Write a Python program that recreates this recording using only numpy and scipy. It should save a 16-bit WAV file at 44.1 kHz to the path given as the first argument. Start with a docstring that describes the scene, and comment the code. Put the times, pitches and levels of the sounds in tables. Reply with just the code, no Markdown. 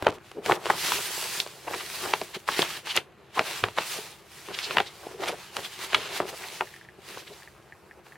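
"""A quick burst of paper snaps comes first: a glossy folded leaflet is laid on a carpet, close by.
It is slid about and smoothed by hand, then lifted and opened. Strokes and bends are shaped random slips:
hiss as it slides, soft crumpling as it bends. Filtered pulses snap where a panel or crease buckles.
Soft low thuds come in the opening burst, near half a second and once more near the middle.
Late on come faint falling chirps, heard as dry ticks.
Shaped noise and two wavering sines make the air and low hum of a small, dead room."""
import sys
import numpy as np
from scipy import signal
from scipy.fft import rfft, irfft, next_fast_len
from scipy.io import wavfile
from scipy.ndimage import uniform_filter1d, map_coordinates

SR = 44100
rng = np.random.default_rng(int(sys.argv[2]) if len(sys.argv) > 2 else 0)


def inscribe(sig):
    """Save sig as 16-bit PCM at rate SR to the path in sys.argv[1].

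    A 1-D sig is mono; a 2-D sig holds one channel per row.
    Samples are clipped to [-1, 1] before scaling.
    """
    pcm = np.round(np.clip(np.atleast_2d(sig).T, -1, 1) * 32767)
    wavfile.write(sys.argv[1], SR, pcm.astype(np.int16))


N = 360297  # length in samples

# tone colours of bending, of the sliding hiss and of its fine fizz: freq_hz, level_db (relative)
BEND_COLOUR = [(40, -23), (100, -7), (160, -4.5), (270, -8), (380, 5.5), (520, -1), (750, -0.5),
               (1100, -4.5), (1600, -8), (2600, -20), (6000, -52)]
SLIDE_COLOUR = [(300, -35.5), (900, -1.5), (1400, -2.5), (2000, 0), (2800, 1), (4000, -2.5), (5200, -9),
                (7000, -12.5), (11000, -21), (16000, -38)]
FIZZ_COLOUR = [(2000, -22.5), (4500, -1), (6500, -4), (8000, -4), (10000, -5), (12500, -7.5),
               (15800, -11.5)]


def rustle():
    """Sliding gives dense bright slips with a few crinkles; bending gives sparser, lower ones."""
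    bend_db, slide_db, fizz_db = handling()
    pressure_db = 0.9 * wobble(45)
    crinkles = 0.3 * slips(rate=160, spread_db=2.5)

    slide_slips = slips(rate=20000, spread_db=1.5) + crinkles
    slide_hiss = stereo(patchy(slide_slips, depth_db=1.3), SLIDE_COLOUR)
    slide = amp(slide_db + pressure_db) * slide_hiss

    fizz_slips = slips(rate=30000, spread_db=0.0) + 0.5 * crinkles
    fine_hiss = stereo(patchy(fizz_slips, depth_db=1.5), FIZZ_COLOUR)
    fizz = amp(fizz_db + pressure_db) * fine_hiss

    # a sheet that is bent harder gives way in lumps; at rest it barely stirs
    effort = np.interp(bend_db, [-56, -42], [0.15, 1])
    lumps_db = 2 * effort * wobble(60)
    crumple = stereo(patchy(slips(rate=2800, spread_db=2.5), depth_db=1.96), BEND_COLOUR)
    bend = amp(bend_db + lumps_db) * crumple
    return slide + nearby(fizz, echo_db=-28.5) + bend


# strokes of paper over carpet, skin or paper; each gathers speed, runs on and slows to rest:
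# full_speed_s, hold_s, hiss_db, fizz_db, rise_s, fall_s
STROKES = [(0.016, .05, -51, -58, 0.11, 0.073), (0.138, .015, -52, -56, 0.02, 0.034),
           (0.27, .03, -55.5, -60.5, .12, .2), (0.456, 0.1, -38.5, -43.5, .03, 0.023),
           (0.665, .06, -39.5, -46, 0.062, .2), (0.843, 0.069, -31, -31, 0.18, 0.52),
           (1.19, 0.2, -37, -35.5, .4, 0.083), (1.48, .06, -54, -56.5, .1, .25),
           (1.728, .09, -45, -45, .1, .1), (1.967, 0.097, -38.5, -38.5, 0.45, 0.39),
           (2.346, 0.013, -34.5, -47, 0.017, 0.025), (2.481, 0.15, -34, -41, 0.014, 0.17),
           (2.588, 0.024, -33, -34.5, 0.046, 0.072), (2.703, 0.066, -38.5, -42, 0.14, 0.061),
           (2.863, .06, -38.5, -46, .03, .06), (2.961, 0.0089, -25.5, -40, 0.024, 0.026),
           (3.24, .08, -62, -78, 0.55, .1), (3.355, 0.051, -39.5, -48, 0.029, .08),
           (3.467, 0.09, -36, -40, 0.078, 0.2), (3.778, .04, -36, -46, .04, 0.092),
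           (3.88, 0.051, -37, -36.5, 0.12, 0.21), (4.03, .05, -45.5, -50, 0.11, 0.17),
           (4.316, 0.16, -51.5, -52, 0.083, 0.208), (4.596, 0.15, -38, -46.5, 0.19, 0.24),
           (4.958, 0.17, -52.5, -53.5, .2, .15), (5.227, 0.061, -41, -45.5, 0.057, 0.13),
           (5.386, .02, -47.5, -53, .08, 0.51), (5.567, 0.075, -44, -45.5, .06, 0.22),
           (5.83, 0.019, -37.5, -43, 0.18, .08), (5.92, 0.14, -36.5, -50, 0.12, 0.17),
           (6.165, 0.0099, -30.5, -36.5, .08, 0.039), (6.287, .012, -40, -41, 0.026, 0.017),
           (6.388, 0.17, -44, -46, 0.35, 0.28), (6.71, .06, -57.5, -69.5, .1, 0.31),
           (7.08, 0.12, -45.5, -50.5, 0.112, 0.11), (7.276, 0.14, -53, -55, .1, 0.18),
           (7.55, 0.42, -66.5, -67.5, .2, .2), (8.052, 0.09, -62.5, -62.5, 0.035, .1)]
# the hand bows the sheet: full_bend_s, hold_s, level_db
BOWS = [(0.059, 0.0078, -34), (0.149, 0.043, -47.5), (0.489, 0.042, -31), (0.681, .04, -31.5),
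        (0.89, 0.088, -38), (1.706, 0.043, -38), (2.045, 0.051, -35), (3.55, 0.035, -48),
        (3.971, 0.012, -42), (4.5, 0.051, -44), (4.71, 0.086, -42), (5.053, 0.067, -47), (5.223, 0.08, -36),
        (5.58, 0.01, -38.5), (5.827, 0.02, -47), (6.087, 0.156, -43.5), (6.285, 0.0086, -37.5),
        (6.417, 0.02, -41.5), (7.09, 0.13, -53)]
BEND_RISE_S, BEND_FALL_S = 0.066, 0.084
DRAG_DB = -10  # sliding also flexes the sheet, this far under its hiss
SETTLE_DB, SETTLE_RISE_S, SETTLE_FALL_S = -16.5, 0.006, 0.056  # crumpling around a snap, relative to it
REST_DB = -57  # the sheet stirring on its own


def handling():
    """Levels of crumpling, hiss and fizz: strokes hiss; bowing, dragging and snapping crumple the sheet."""
    hiss = [(s, hold, db, rise, fall) for s, hold, db, _, rise, fall in STROKES]
    fizz = [(s, hold, db, rise, fall) for s, hold, _, db, rise, fall in STROKES]
    bowed = [(s, hold, db, BEND_RISE_S, BEND_FALL_S) for s, hold, db in BOWS]
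    dragged = [(s, hold, db + DRAG_DB, rise, fall) for s, hold, db, rise, fall in hiss]
    settling = [(s, 0, db + SETTLE_DB, SETTLE_RISE_S, SETTLE_FALL_S) for s, db, *_ in SNAPS]
    resting = [(0, N / SR, REST_DB, 1, 1)]
    crumpling = bowed + dragged + settling + resting
    return movements(crumpling), movements(hiss), movements(fizz)


RAMP_DB = 20  # rise and fall times span this many dB


def movements(rows):
    """Level in dB of overlapping movements (s, hold s, dB, rise s, fall s): each rises, holds, dies away."""
    t = np.arange(0, N, 32) / SR
    s, hold, db, rise, fall = np.transpose(rows)[:, :, None]
    away = np.maximum(s - t, 0) / rise + np.maximum(t - s - hold, 0) / fall
    power = np.sum(amp(db - RAMP_DB * away) ** 2, axis=0)
    return np.interp(np.arange(N) / SR, t, 10 * np.log10(power + 1e-12))


def slips(rate, spread_db):
    """Tiny random stick-slip impulses, rate a second on average: many weak, a few strong."""
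    strength = amp(spread_db * np.minimum(rng.exponential(size=N), 5))
    happens = rng.random(N) < rate / SR
    return unit(rng.standard_normal((2, N)) * strength * happens)


def patchy(pair, depth_db):
    """The sheet's resonances shift as its shape and the touching points change."""
    spectrum = signal.stft(pair, nperseg=512)[2]
    field = rng.standard_normal(spectrum.shape[1:])
    field = uniform_filter1d(field, size=7, axis=0)  # smooth over frequency
    field = uniform_filter1d(field, size=10, axis=1)  # smooth over time
    return signal.istft(spectrum * amp(depth_db * unit(field)), nperseg=512)[1][:, :N]


def nearby(x, echo_db, count=7):
    """Hands, panels and other near surfaces return weak early copies that ripple the spectrum."""
    echoes = np.zeros((2, SR // 50))
    echoes[:, 0] = 1  # direct sound
    for channel in echoes:
        delays = rng.integers(SR // 1000, len(channel), count)
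        channel[delays] = amp(echo_db) * rng.standard_normal(count)
    echoes = echoes / np.linalg.norm(echoes, axis=1, keepdims=True)
    return signal.fftconvolve(x, echoes, axes=1)[:, :N]


def crackle(rate=260, spread_db=1.0, crackle_db=-8, yield_db=-37):
    """Creases in a bowed sheet let go in small cracks of limited size; a slack sheet makes none."""
    bend_db = handling()[0]
    strain = np.interp(bend_db, [-52, -42], [0, 1])
    level_db = np.minimum(bend_db, yield_db) + crackle_db
    return strain * amp(level_db) * stereo(slips(rate, spread_db), SLIDE_COLOUR)


# buckling snaps; a larger patch sounds lower, a faster flip reaches higher:
# start_s, level_db, patch_hz, top_edge_hz
SNAPS = [(0.0243, -28, 632, 12200), (0.0668, -13.5, 640, 910), (0.0684, -13, 610, 3130),
         (0.0806, -20, 482, 2500), (0.092, -31.5, 547, 2700), (0.3154, -40.5, 776, 12000),
         (0.4964, -15, 750, 1400), (0.5117, -18, 900, 1720), (0.5206, -16, 713, 3470),
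         (0.6569, -26, 627, 8040), (0.666, -25.5, 483, 5000), (0.7001, -15, 1040, 1080),
         (0.7036, -14.5, 800, 1790), (0.9196, -20.5, 980, 5700), (1.4014, -20, 3900, 4660),
         (1.4635, -34.5, 620, 9300), (1.7468, -32.5, 780, 7900), (2.1367, -15, 896, 5600),
         (2.215, -26, 547, 8800), (2.478, -33, 1010, 12000), (2.4879, -17.5, 1100, 1670),
         (2.592, -17, 485, 10800), (2.6199, -19, 3480, 4200), (2.6269, -22.5, 690, 7100),
         (2.8709, -33, 870, 12000), (2.9742, -16.5, 2100, 3440), (3.3932, -15, 630, 5270),
         (3.639, -16, 750, 3900), (3.685, -31.5, 710, 4700), (3.785, -17.5, 650, 5150),
         (3.9864, -34.5, 430, 800), (4.486, -36, 534, 7050), (4.5887, -26.5, 1500, 6330),
         (4.7089, -26, 1090, 3770), (4.7703, -14.5, 1015, 3520), (4.7835, -15.5, 1030, 3580),
         (4.8023, -18, 810, 3520), (5.5674, -25.5, 1140, 12000), (5.9315, -25, 800, 5200),
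         (5.9459, -13, 1270, 4580), (5.949, -17, 1600, 3840), (6.202, -18.5, 615, 1490),
         (6.6087, -20, 840, 2540)]


def snaps(flutter_db=-22, flutter_t60_s=0.017, ring_db=-36, ring_t60_s=0.044, lead_db=-29, lead_t60_s=0.019):
    """A patch strains, flips through in one pulse, and leaves waves bouncing about the sheet."""
    track, start = np.zeros((2, N)), SR // 100  # 10 ms of strain before the flip
    t = (np.arange(4096) - start) / SR
    flutter = amp(flutter_db - 60 * abs(t) / flutter_t60_s)
    ring = amp(ring_db - 60 * abs(t) / ring_t60_s)
    lead = amp(lead_db - 60 * abs(t) / lead_t60_s)
    envelope = np.where(t < 0, lead, flutter + ring)
    for s, db, mode_hz, top_hz in SNAPS:
        flip = [[1], [0]] * (t == 0)
        force = envelope * rng.standard_normal((2, len(t))) + flip
        waves = dispersed(signal.fftconvolve(force, patch(mode_hz, top_hz)[None], axes=1))
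        snap = sides(waves, mode_hz, side_db=-13.0)
        strength = np.sqrt(np.mean(snap[:, start:start + SR // 200] ** 2))  # rms of the first 5 ms
        add(track, s + t[0], amp(db) * snap / strength)
    return track


# brightness of a struck or rubbed sheet: freq_hz, level_db (relative)
SHEET_COLOUR = [(60, -3), (170, 4.5), (270, -3), (390, 7), (500, -3), (650, -2.5), (950, -1), (1500, -3.5),
                (2800, 3), (4500, 1.5), (6500, -1), (10000, 5), (16000, 0)]


def patch(mode_hz, top_hz, leak=0.012, mode_db=5, mode_width=0.067):
    """A patch of paper rings briefly at its lowest mode, sounds less above, and little past the top edge."""
    def gain(hz):
        below = 1 + (mode_hz / (hz + 1)) ** 4
        above = 1 + (hz / (1.3 * mode_hz)) ** 3
        body = 1 / below / above
        edge = 1 / (1 + (hz / top_hz) ** 8) + leak
        ring_db = mode_db / (1 + ((hz / mode_hz - 1) / mode_width) ** 2)
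        return amp(along(SHEET_COLOUR, hz) + ring_db) * np.sqrt(body * edge)
    return impulse(gain)


def dispersed(x, lag_s=0.000435):
    """Bending waves carry highs faster than lows, so a pulse spreads into a few swings."""
    size = 2 * x.shape[-1]
    hz = np.fft.rfftfreq(size, 1 / SR)
    delay_s = lag_s / np.sqrt(hz / 3000 + 0.25)
    phase = -2j * np.pi * np.cumsum(delay_s) * SR / size
    return irfft(rfft(x, size) * np.exp(phase), size)[..., :x.shape[-1]]


def sides(pair, mode_hz, side_db=-20):
    """Two unrelated signals as left and right: the higher the patch, the more the sides differ, to a limit."""
    side = pair[1] * np.minimum(amp(side_db) * mode_hz / 1000, 0.7)
    return np.array([pair[0] + side, pair[0] - side])


# brief brushes and flaps, as panels rub or bow without snapping:
# peak_s, level_db (the swell tops it by 3 dB), patch_hz, top_edge_hz, half_length_s (about 5 dB below peak)
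BRUSHES = [(0.385, -35.5, 474, 570, 0.012), (0.464, -29, 594, 4500, 0.0017), (1.681, -30, 636, 2400, 0.004),
           (1.739, -31, 945, 2600, 0.0046), (1.808, -38, 1280, 4530, 0.0091),
           (2.224, -36, 393, 650, 0.0034), (2.351, -38, 3120, 4300, 0.0027), (2.367, -37, 347, 635, 0.0041),
           (2.908, -31.5, 2970, 4830, 0.01), (2.9655, -17.5, 5000, 14000, 0.00033),
           (3.38, -25.5, 1070, 1250, 0.0061), (3.412, -25.5, 710, 710, 0.0016),
           (3.78, -27.5, 910, 2450, .0035), (4.546, -35.5, 2880, 5600, 0.0067),
           (4.643, -34, 4260, 5270, .012), (4.874, -43, 3500, 5500, 0.01),
           (5.0697, -31.5, 780, 830, 0.0017), (5.15, -45, 460, 604, 0.015), (5.199, -39, 397, 900, 0.0072),
           (5.238, -29.5, 776, 6030, 0.0042), (5.286, -29.5, 1260, 12000, 0.0074),
           (5.335, -38, 517, 1000, .0047), (5.652, -38, 3330, 4500, 0.012), (6.226, -36, 497, 1300, 0.01),
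           (6.341, -40, 500, 1800, .004), (6.443, -41, 1900, 2200, 0.0083),
           (6.621, -33.5, 786, 1110, 0.0072), (6.991, -47, 362, 900, 0.0024),
           (7.175, -34, 840, 1410, 0.0013), (7.278, -45, 1730, 4480, 0.0046), (7.315, -47, 415, 900, 0.012),
           (8.067, -49, 740, 5000, 0.0024)]


def brushes(fade_db=6):
    """A cluster of slips swells and fades within one patch."""
    track, t = np.zeros((2, N)), np.arange(-2048, 2048) / SR
    for s, db, mode_hz, top_hz, half in BRUSHES:
        noise = rng.standard_normal((2, len(t)))
        paper = patch(mode_hz, top_hz, leak=0.0056)
        rub = signal.fftconvolve(noise, paper[None], axes=1)[:, :len(t)]
        swell = amp(-fade_db * (np.hypot(1, 1.51 * t / half) - 1.5))
        brush = sides(rub, mode_hz, side_db=-21.0) * swell
        add(track, s + t[0], amp(db) * unit(brush) * np.sqrt(np.mean(swell ** 2)))
    return track


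# soft knocks of hand and leaflet on the carpet: start_s, level_db
THUDS = [(0.026, -36), (0.072, -40), (0.091, -35.5), (0.496, -55), (0.521, -53), (3.63, -41), (3.639, -36)]
# tone colour of the knocked carpet: freq_hz, level_db (relative)
THUD_COLOUR = [(30, -16), (70, -10), (110, -1.5), (180, -12.5), (300, -5.5), (700, -19), (2000, -45.5)]


def thuds():
    """The carpet takes a soft push and leaves a short low bump."""
    track, t = np.zeros(N), np.arange(SR // 10) / SR
    carpet = impulse(lambda hz: amp(along(THUD_COLOUR, hz)))
    for s, db in THUDS:
        grain = 0.06 * rng.standard_normal(len(t)) * amp(-60 * t / 0.045)
        push = (t == 0) + grain
        bump = signal.fftconvolve(push, carpet)
        strength = np.sqrt(np.mean(bump[:SR // 50] ** 2))  # rms of the first 20 ms
        add(track, s, amp(db) * bump / strength)
    return track


# faint dry ticks: start_s, peak_db
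TICKS = [(6.672, -36), (6.7396, -35), (6.7636, -37.5), (6.8123, -37), (6.849, -43), (6.8874, -35.5),
         (7.4223, -38.5), (7.475, -35.5), (7.723, -33.5), (7.9111, -35), (8.1216, -37), (8.156, -40)]


def ticks(start_hz=2550, end_hz=1720, glide_s=0.00058, t60_s=0.013, attack_s=0.00064, echo_s=0.0061, echo_db=-7):
    """Each small tick falls quickly in pitch and echoes twice off near surfaces."""
    track, t = np.zeros(N), np.arange(SR // 25) / SR
    for s, db in TICKS:
        detune = 1 + 0.0059 * rng.standard_normal()
        hz = (end_hz + (start_hz - end_hz) * np.exp(-t / glide_s)) * detune
        chirp = np.sin(2 * np.pi * np.cumsum(hz) / SR)
        body = 0.24 * np.sin(2 * np.pi * 800 * t)
        tick = (chirp + body) * amp(-60 * t / t60_s) * (1 - np.exp(-t / attack_s))
        for bounce in range(3):
            add(track, s + bounce * echo_s, amp(db + bounce * echo_db) * tick / abs(tick).max())
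    return track


# reverberation time of the room: freq_hz, t60_s
ROOM_DECAY = [(150, 0.43), (400, 0.3), (1000, 0.074), (4000, 0.18), (12000, 0.2)]


def room(x):
    """A short diffuse tail: lows ring longest, mids die fastest, treble lasts a little longer than mids."""
    hz, t, spectrum = signal.stft(rng.standard_normal((2, SR // 3)), SR, nperseg=256)
    decay = amp(-60 * t / along(ROOM_DECAY, hz)[:, None])
    mid, side = signal.istft(spectrum * decay, SR, nperseg=256)[1]
    tail = np.array([mid + 0.31 * side, mid - 0.1 * side])
    tail = tail / np.linalg.norm(tail[0])
    tail = np.pad(tail, ((0, 0), (SR // 170, 0)))  # the tail starts about 6 ms late
    return signal.fftconvolve(x, tail, axes=1)[:, :N]


# tone colour of the room air: freq_hz, level_db (relative)
AIR_COLOUR = [(20, -33), (45, -8), (70, 3), (140, 0.5), (200, 1.5), (270, -12.5), (350, -1.5), (480, -17.5),
              (700, -57), (1100, -9.5), (2600, -13.5), (4800, -56), (12000, -27), (16000, -48)]
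# steady appliance tones: pitch_hz, level_db (rms)
HUM = [(134.6, -68.5), (333.8, -68.5)]


def background(air_db=-60):
    """Steady room air as shaped noise, with a slightly unsteady appliance hum of phase-wandering sines."""
    t = np.arange(N) / SR
    hum = sum(amp(db) * np.sqrt(2) * np.sin(2 * np.pi * hz * t + 0.63 * wobble(2.1)) for hz, db in HUM)
    air = stereo(rng.standard_normal((2, N)), AIR_COLOUR)
    return hum + amp(air_db) * air


# how alike left and right are: freq_hz, likeness (1 = identical)
ALIKE = [(40, 0.67), (150, 0.82), (500, 0.85), (2000, 0.92), (4000, 0.77), (8000, 0.42), (14000, 0.44)]


def stereo(pair, colour):
    """Two unrelated signals, coloured, as left and right that differ mostly in the treble; rms 1."""
    def response(hz):
        turn = np.arccos(np.clip(along(ALIKE, hz), -1, 1)) / 2
        return amp(along(colour, hz)) * [np.cos(turn), np.sin(turn)]
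    mid, side = filtered(pair, response)
    return unit(np.array([mid + side, mid - side]))


def amp(db):
    """Decibels to gain."""
    return 10 ** (np.asarray(db) / 20)


def unit(x):
    """Scale to rms 1."""
    return x / np.sqrt(np.mean(x ** 2) + 1e-20)


def along(points, hz):
    """(Hz, value) points read on a log frequency axis."""
    f, v = np.transpose(points)
    return np.interp(np.log(hz + 1), np.log(f + 1), v)


def wobble(rate):
    """A smooth random curve, rate knots a second."""
    knots = rng.standard_normal(int(N * rate / SR) + 4)
    return map_coordinates(knots, [np.arange(N) * rate / SR])


def filtered(x, response):
    """x times a response of frequency."""
    m = next_fast_len(N + SR // 4)
    return irfft(rfft(x, m) * response(np.fft.rfftfreq(m, 1 / SR)), m)[..., :N]


def impulse(gain, size=2048):
    """The causal (minimum-phase) impulse response with this gain over frequency."""
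    cepstrum = irfft(np.log(np.maximum(gain(np.fft.rfftfreq(size, 1 / SR)), 1e-6)))
    fold = np.r_[1, np.full(size // 2 - 1, 2), 1, np.zeros(size // 2 - 1)]
    return irfft(np.exp(rfft(cepstrum * fold)))


def add(track, s, sound):
    """Mix a sound into a track at time s."""
    i = max(round(s * SR), 0)
    track[..., i:i + sound.shape[-1]] += sound[..., :N - i]


def scene():
    """Rustle, crackle, blows and their room over the background."""
    blows = snaps() + brushes() + thuds() + ticks()
    return rustle() + crackle() + blows + amp(-16.0) * room(blows) + background()


# colour difference between the microphones: freq_hz, left_minus_right_db
BALANCE = [(60, 2), (300, 1), (2000, 0.5), (4000, -0.5), (9000, -1.7)]
TOP_HZ = 15950  # nothing passes above


def record(dry):
    """The two microphones differ a little in colour, round off the highest peaks and are band-limited."""
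    heard = filtered(dry, lambda hz: amp(np.outer([0.5, -0.5], along(BALANCE, hz))))
    rounded = heard / (1 + abs(heard / 0.88) ** 6) ** (1 / 6)
    return filtered(rounded, lambda hz: hz < TOP_HZ)


dry = scene()
out = record(dry)
inscribe(out)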